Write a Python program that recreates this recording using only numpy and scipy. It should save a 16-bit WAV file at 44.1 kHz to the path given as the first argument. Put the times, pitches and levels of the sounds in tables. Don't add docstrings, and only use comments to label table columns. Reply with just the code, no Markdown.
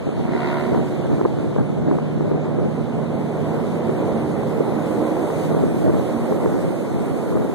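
import sys
import numpy as np
from scipy import signal
from scipy.fft import rfft, irfft, next_fast_len
from scipy.io import wavfile
from scipy.ndimage import uniform_filter1d

SR = 44100
rng = np.random.default_rng(int(sys.argv[2]) if len(sys.argv) > 2 else 0)


def volts_from_decibels(level):
    exponent = np.asarray(level, float) / 20
    return 10 ** exponent


def output_pcm(signal):
    pcm = np.clip(np.atleast_2d(signal).T, -1, 1) * 32767
    wavfile.write(sys.argv[1], SR, np.round(pcm).astype(np.int16))


N = 332514

# (centre [s], half length [s], level [dB], port [0 left, 1 right])
GUSTS = [(0.198, 0.046, -25, 0), (0.766, 0.079, -16.5, 0), (1.59, 0.034, -17, 0), (1.865, 0.15, -18, 0),
         (2.3, 0.13, -24, 0), (2.626, .1, -21, 0), (3.998, .08, -36, 0), (6.522, .1, -27, 0),
         (7.385, 0.064, -20, 0), (0.733, 0.065, -19.5, 1), (1.156, 0.14, -18.5, 1), (1.41, 0.085, -21, 1),
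         (1.605, 0.064, -32, 1), (2.395, 0.26, -22, 1), (4.006, .1, -32, 1), (5.637, 0.17, -18.5, 1),
         (5.891, 0.11, -13.5, 1), (6.5, 0.25, -18.5, 1), (7.02, 0.15, -20.5, 1), (7.41, 0.2, -22, 1)]
# (time [s], thump level [dB], snap level [dB], port [0 left, 1 right])
EDDY_HITS = [(0.092, -6, -34, 0), (0.293, -9, -27, 0), (0.353, -4, -33, 0), (0.726, -7, -34, 0),
             (0.748, -5, -20, 1), (1.214, -2, -17.5, 1), (1.253, -2, -15.5, 1), (1.259, 1, -22, 1),
             (1.388, -10, -29, 0), (1.445, -7, -30, 1), (1.564, -4, -24, 0), (1.914, -3.5, -19, 0),
             (1.987, -11, -21.5, 0), (2.209, -4.5, -26, 1), (2.316, -4.5, -28, 0), (2.588, -4.5, -28, 0),
             (3.896, -3.5, -24, 0), (4.434, -14, -22, 0), (4.608, 0.5, -35, 1), (5.303, -10, -21, 1),
             (5.548, -4, -23, 1), (5.639, -0.5, -29, 1), (2.018, -23, -41, 0), (5.948, -19, -25, 1),
             (6.325, -3, -19.5, 1), (6.461, -1, -18.5, 1), (7.326, -24, -26, 1), (7.356, -2, -26, 1),
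             (7.373, -9, -22.5, 1), (7.498, -6, -32, 1)]
# (frequency [Hz], density [dB per Hz])
WIND_SPECTRUM = [(20, -38), (45, -39), (90, -6.5), (140, 4.5), (260, 1.5), (350, -0.5), (520, -8.5),
                 (700, -11), (1000, -26.5), (1500, -29), (3000, -57), (9000, -110)]
BREEZE_DB, BREEZE_DB_PER_S = [-25, -28], [-.5, -2]
TICK_OVER_WIND_DB, TICK_SPREAD_DB, TICK_SNAP_DB = 9, 4, -24

# (time [s], propeller wash level [dB], spray level [dB])
WASH_AND_SPRAY = [(0, -31, -59), (.3, -27.5, -56.5), (.6, -25.5, -53.5), (.9, -25, -55), (1.2, -25.5, -57),
                  (1.6, -29, -59), (2.4, -26, -59.7), (3, -24.5, -58), (3.6, -20.5, -54.5),
                  (4.5, -20.5, -54), (5.4, -18.5, -49.5), (5.7, -23, -51), (6.3, -20, -50.5),
                  (6.9, -23, -52.5), (7.2, -20.5, -51.5), (7.54, -25, -53.5)]
# (frequency [Hz], density [dB per Hz])
ROAR_SPECTRUM = [(40, -60), (120, -15), (200, 5), (260, 1), (350, 1.5), (520, -3), (700, -9.5),
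                 (1000, -17.5), (1500, -29.5), (3000, -46), (9000, -110)]
RUMBLE_SPECTRUM = [(18, -32), (30, -37), (50, -55), (65, -4), (100, -0.5), (140, 7.5), (200, 4.5),
                   (300, -13.5), (600, -72), (3000, -110)]
RUSH_SPECTRUM = [(300, -8), (700, 5), (1400, -1), (1900, -6), (2300, -2.5), (3000, -9.5), (3700, -9.5),
                 (4500, -15), (5300, -21), (7000, -22), (14000, -62)]
SPRAY_SPECTRUM = [(2100, -9), (4600, -5), (6100, -4.5), (8700, -1), (10600, -4), (13100, -6)]
# (frequency [Hz], shared part [0 to 1])
PORT_LIKENESS = [(50, 1), (400, 0.96), (1000, 0.46), (1600, 0.58), (2500, 0.053), (4000, 0.072)]
LAG_S = .00016
RUSH_DB, RUSH_FOLLOWS, RUSH_FADE_DB_PER_S, SPRAY_MEAN_DB = -42, 0.62, -0.7856, -53.5
HULL_DB, HULL_LOUDEST_S, HULL_SAG_DB_PER_S2 = -32.5, 3.25, -0.5

# (time [s], blade passes [per s])
BLADE_RATE = [
    (0, 71.5),
    (.9, 73.6),
    (1.8, 75.6),
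    (2.5, 76.7),
    (3.4, 76.8),
    (5, 77.3),
    (5.55, 79),
    (6.2, 77.3),
    (7.54, 77),
]
# (centre [s], half length [s], multiple of the blade rate [number], level [dB])
BLADE_LOBES = [(0.71, 0.56, 2, -28.5), (2.25, 0.62, 2, -22), (1.52, 0.42, 2, -37.5), (3.4, 0.56, 2, -26.5),
               (4.4, 0.66, 2, -28.5), (5.5, 0.14, 2, -21.5), (3.05, 0.83, 3, -28), (4.6, 0.49, 3, -27.5),
               (6.2, 0.13, 3, -24), (1.18, 0.43, 4, -35), (4.1, 0.31, 4, -31.5), (5.003, 0.24, 4, -25.5),
               (6.05, 0.36, 4, -32)]
# (multiple of the blade rate [number], level [dB])
EXHAUST_TONES = [(3.25, 5), (5, 1.5), (8, -10), (9, -9.5), (10, -23), (12, -31), (13, -18)]
# (frequency [Hz], width [Hz], level [dB])
EXHAUST_RESONANCES = [(711, 150, -3), (930, 200, -5), (1415, 205, -9.5), (1960, 480, -12.5),
                      (2704, 110, -18), (3650, 1180, -25.5)]
# (centre [s], half length [s], level [dB])
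SLAP_LOBE = (0.5, .19, -29)
EXHAUST_LOBE = (.56, .36, -31)
HISS_UNDER_SLAP_DB, SLAP_UNDER_WASH_DB, EXHAUST_AWAY_DB = -24, -22, -56

# (frequency [Hz], from left [gain], from right [gain])
PORT_FEED = [(4100, 1, 1), (4350, .15, .45), (14000, .12, .35)]
FEED_S = 1 / 2582
# (frequency [Hz], centre level [dB], side level [dB])
BAND_FLOOR = [(800, -50, -30), (1900, -17, -19), (2750, -12.5, -16), (4000, -14, -11), (4500, -4.6, -7),
              (9000, -6, -6.5), (14000, -3, -4.5)]
EDGE_HZ = 14020
LIMIT = .85


def evened(x):
    return x / np.sqrt(np.mean(x ** 2) + 1e-20)


def read(points, hz):
    f, *values = np.transpose(points)
    return np.squeeze([np.interp(np.log(hz + 1), np.log(f + 1), v) for v in values])


def curves(rows):
    s, *columns = np.transpose(rows)
    return [np.interp(np.arange(N) / SR, s, c) for c in columns]


def lobe(centre, half, db):
    return volts_from_decibels(db) * np.exp(-((np.arange(N) / SR - centre) / half) ** 2)


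def wander(hz, channels):
    step = 64
    lowpass = signal.butter(2, hz, fs=SR / step)
    slow = signal.lfilter(*lowpass, rng.standard_normal((channels, N // step + 2)))
    return evened(np.array([np.interp(np.arange(N) / step, np.arange(len(v)), v) for v in slow]))


def resonate(x, hz, width):
    return signal.lfilter(*signal.iirpeak(hz, hz / width, SR), x)


def noise(spectrum, alike, patchy_db):
    frames, hz = N // 256 + 5, np.fft.rfftfreq(1024, 1 / SR)
    a, b, c, d, patches = rng.standard_normal((frames, 513, 5)).T
    patches = uniform_filter1d(patches, size=14, axis=0)
    patches = evened(uniform_filter1d(patches, size=12, axis=1))
    same = np.clip(alike * read(PORT_LIKENESS, hz), 0, 1)[:, None]
    right = a + 1j * b
    late = np.exp(-2j * np.pi * hz * LAG_S)[:, None]
    left = same * late * right + np.sqrt(1 - same ** 2) * (c + 1j * d)
    z = np.array([left, right])
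    z *= volts_from_decibels(read(spectrum, hz)[:, None] + patchy_db * patches)
    return evened(signal.istft(z, nperseg=1024, noverlap=768)[1][:, :N])


def wind():
    lumps_db = 2.8 * wander(35, channels=2) + 2.3 * wander(90, channels=2)
    turbulence = evened(volts_from_decibels(lumps_db) * noise(WIND_SPECTRUM, 0, patchy_db=0.96))
    turbulence = signal.lfilter(*signal.butter(2, 55, "high", fs=SR), turbulence)
    power = volts_from_decibels(np.c_[BREEZE_DB] + np.c_[BREEZE_DB_PER_S] * np.arange(N) / SR) ** 2
    for s, half, db, port in GUSTS:
        power[round(port)] += lobe(s, half, db) ** 2
    out = volts_from_decibels(-0.7) * np.sqrt(power) * turbulence

    when, side, strength = rng.random((50, 3)).T
    at = (400 + when * (N - 800)).astype(int)
    port = np.round(side).astype(int)
    tick_db = 10 * np.log10(power[port, at]) + TICK_OVER_WIND_DB + TICK_SPREAD_DB * (2 * strength - 1)
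    hits = [*EDDY_HITS, *zip(at / SR, tick_db, tick_db + TICK_SNAP_DB, port)]

    t = np.arange(-400, 400) / SR
    for (s, thump_db, snap_db, port), (phase, size) in zip(hits, rng.random((len(hits), 2))):
        thump_hz = 360 * (.8 + .4 * size)
        thump = np.exp(-(t / .0024) ** 2) * np.cos(2 * np.pi * (thump_hz * t + phase))
        sweep = 950 * t - 60000 * t ** 2
        snap = np.exp(-(t / 0.0022) ** 2) * np.cos(2 * np.pi * (sweep + size))
        front = np.exp(-((t + 0.00022) / 0.00048) ** 2)
        snap += .5 * front * np.cos(2 * np.pi * (1500 * t + phase))
        at = round(s * SR) - 400
        out[round(port), at:at + 800] += volts_from_decibels(thump_db - 4.0) * thump + volts_from_decibels(snap_db + 1.0) * snap
    return out


def hull_and_wash():
    wash_db, spray_db = curves(WASH_AND_SPRAY)
    t = np.arange(N) / SR
    rush_db = RUSH_DB + RUSH_FOLLOWS * (spray_db - SPRAY_MEAN_DB) + RUSH_FADE_DB_PER_S * t
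    hull_db = HULL_DB + HULL_SAG_DB_PER_S2 * (t - HULL_LOUDEST_S) ** 2
    swell = wander(8.9, channels=2)
    wash = volts_from_decibels(wash_db - 2.5 + .6 * swell[0]) * noise(ROAR_SPECTRUM, 1, patchy_db=.8)
    hull = volts_from_decibels(hull_db + 9.5) * noise(RUMBLE_SPECTRUM, 1, patchy_db=-1.3)
    rush = volts_from_decibels(rush_db + 1.5 + 0.37 * swell[1]) * noise(RUSH_SPECTRUM, 0.26, patchy_db=1.37)
    spray = noise(SPRAY_SPECTRUM, 0, patchy_db=1.5)
    mist = signal.filtfilt(*signal.butter(2, 10500, "high", fs=SR), spray)
    spray += (volts_from_decibels(0.74 * (spray_db - spray_db.max())) - 1) * mist
    return wash + hull + rush + volts_from_decibels(spray_db + 0.97 + 0.6 * swell[1]) * spray


def propeller():
    rate = curves(BLADE_RATE)[0] * (1 + 0.0019 * wander(5.06, channels=1)[0])
    turns = np.cumsum(rate) / SR
    waver_db = 1.2 * wander(6, channels=10)

    def tone(multiple):
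        return np.cos(2 * np.pi * multiple * turns)

    heard = {k: sum(lobe(s, half, db) for s, half, m, db in BLADE_LOBES if round(m) == k)
             for k in (2, 3, 4)}
    blades = sum(gain * volts_from_decibels(waver_db[k - 2]) * tone(k) for k, gain in heard.items())
    blades += heard[4] * volts_from_decibels(waver_db[9] - 8.5) * tone(7)
    exhaust = sum(volts_from_decibels(db + waver_db[k + 3]) * tone(m) for k, (m, db) in enumerate(EXHAUST_TONES))
    steady = np.sqrt(2) * (blades + (lobe(*EXHAUST_LOBE) + volts_from_decibels(EXHAUST_AWAY_DB)) * exhaust)

    puffs = (0.2 + np.exp(-(turns % 1) / 0.45)) * rng.standard_normal((2, N))
    cycle = np.linspace(0, 1, 1025)
    pulse = evened(sum(np.cos(2 * np.pi * k * cycle) for k in range(6, 32)))
    blow = puffs + 0.099 * np.interp(turns % 1, cycle, pulse)
    slap = evened(sum(volts_from_decibels(db) * resonate(resonate(blow, hz, width), hz, width)
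                      for hz, width, db in EXHAUST_RESONANCES))
    hiss = volts_from_decibels(HISS_UNDER_SLAP_DB) * resonate(puffs, 6300, 3500)
    near = lobe(*SLAP_LOBE) + volts_from_decibels(curves(WASH_AND_SPRAY)[0] + SLAP_UNDER_WASH_DB)
    near = near * volts_from_decibels(np.array([[-4], [-1.5]]))
    return np.array([np.roll(steady, round(LAG_S * SR)), steady]) + near * (slap + hiss)


def scene():
    return wind() + hull_and_wash() + propeller()


def widen(ports):
    size = next_fast_len(N + 64)
    hz = np.fft.rfftfreq(size, 1 / SR)
    feed = read(PORT_FEED, hz)
    spectra = rfft(ports, size)
    wide = spectra - feed * np.exp(-2j * np.pi * hz * FEED_S) * spectra[::-1]
    wide /= np.sqrt((1 + feed ** 2) / 2)
    return irfft(wide, size)[:, :N]


def empty_weak_bands(x):
    lead = np.zeros((2, 144))
    pair = np.hstack([lead, [x[0] + x[1], x[0] - x[1]]])
    hz, t, z = signal.stft(pair, SR, nperseg=2048, noverlap=1024)
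    band = np.cumsum(hz[1] / np.clip(hz / 14, 86, 690)).astype(int)
    starts = np.flatnonzero(np.diff(band, prepend=-1))
    power = np.add.reduceat(abs(z) ** 2, starts, axis=1)[:, band] / np.bincount(band)[band, None]
    shared, own = (evened(uniform_filter1d(rng.standard_normal((count, len(t))), size=4))
                   for count in (1, band[-1] + 1))
    drift_db = 1.1 * shared + .9 * own[band]
    keep = power > volts_from_decibels(read(BAND_FLOOR, hz)[..., None] + drift_db) ** 2 * power[::-1]
    weak_db = np.interp(hz, [3500, 5000, 14000], [-30, -13, -8])[:, None]
    usual = np.sqrt(power.mean(axis=(0, 2))[:, None] * power.mean(axis=0))
    keep &= abs(z) ** 2 > volts_from_decibels(weak_db) ** 2 * usual
    z = z * keep * (hz < EDGE_HZ)[:, None]
    centre, side = signal.istft(z, nperseg=2048, noverlap=1024)[1][:, 144:N + 144]
    return np.array([centre + side, centre - side]) / 2


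def roll_off(x):
    return signal.sosfilt(signal.butter(12, 14110, fs=SR, output="sos"), x)


def record(dry):
    limited = LIMIT * np.tanh(widen(dry) / LIMIT)
    mix = empty_weak_bands(limited)
    return roll_off(mix)


dry = scene()
out = record(dry)
output_pcm(out)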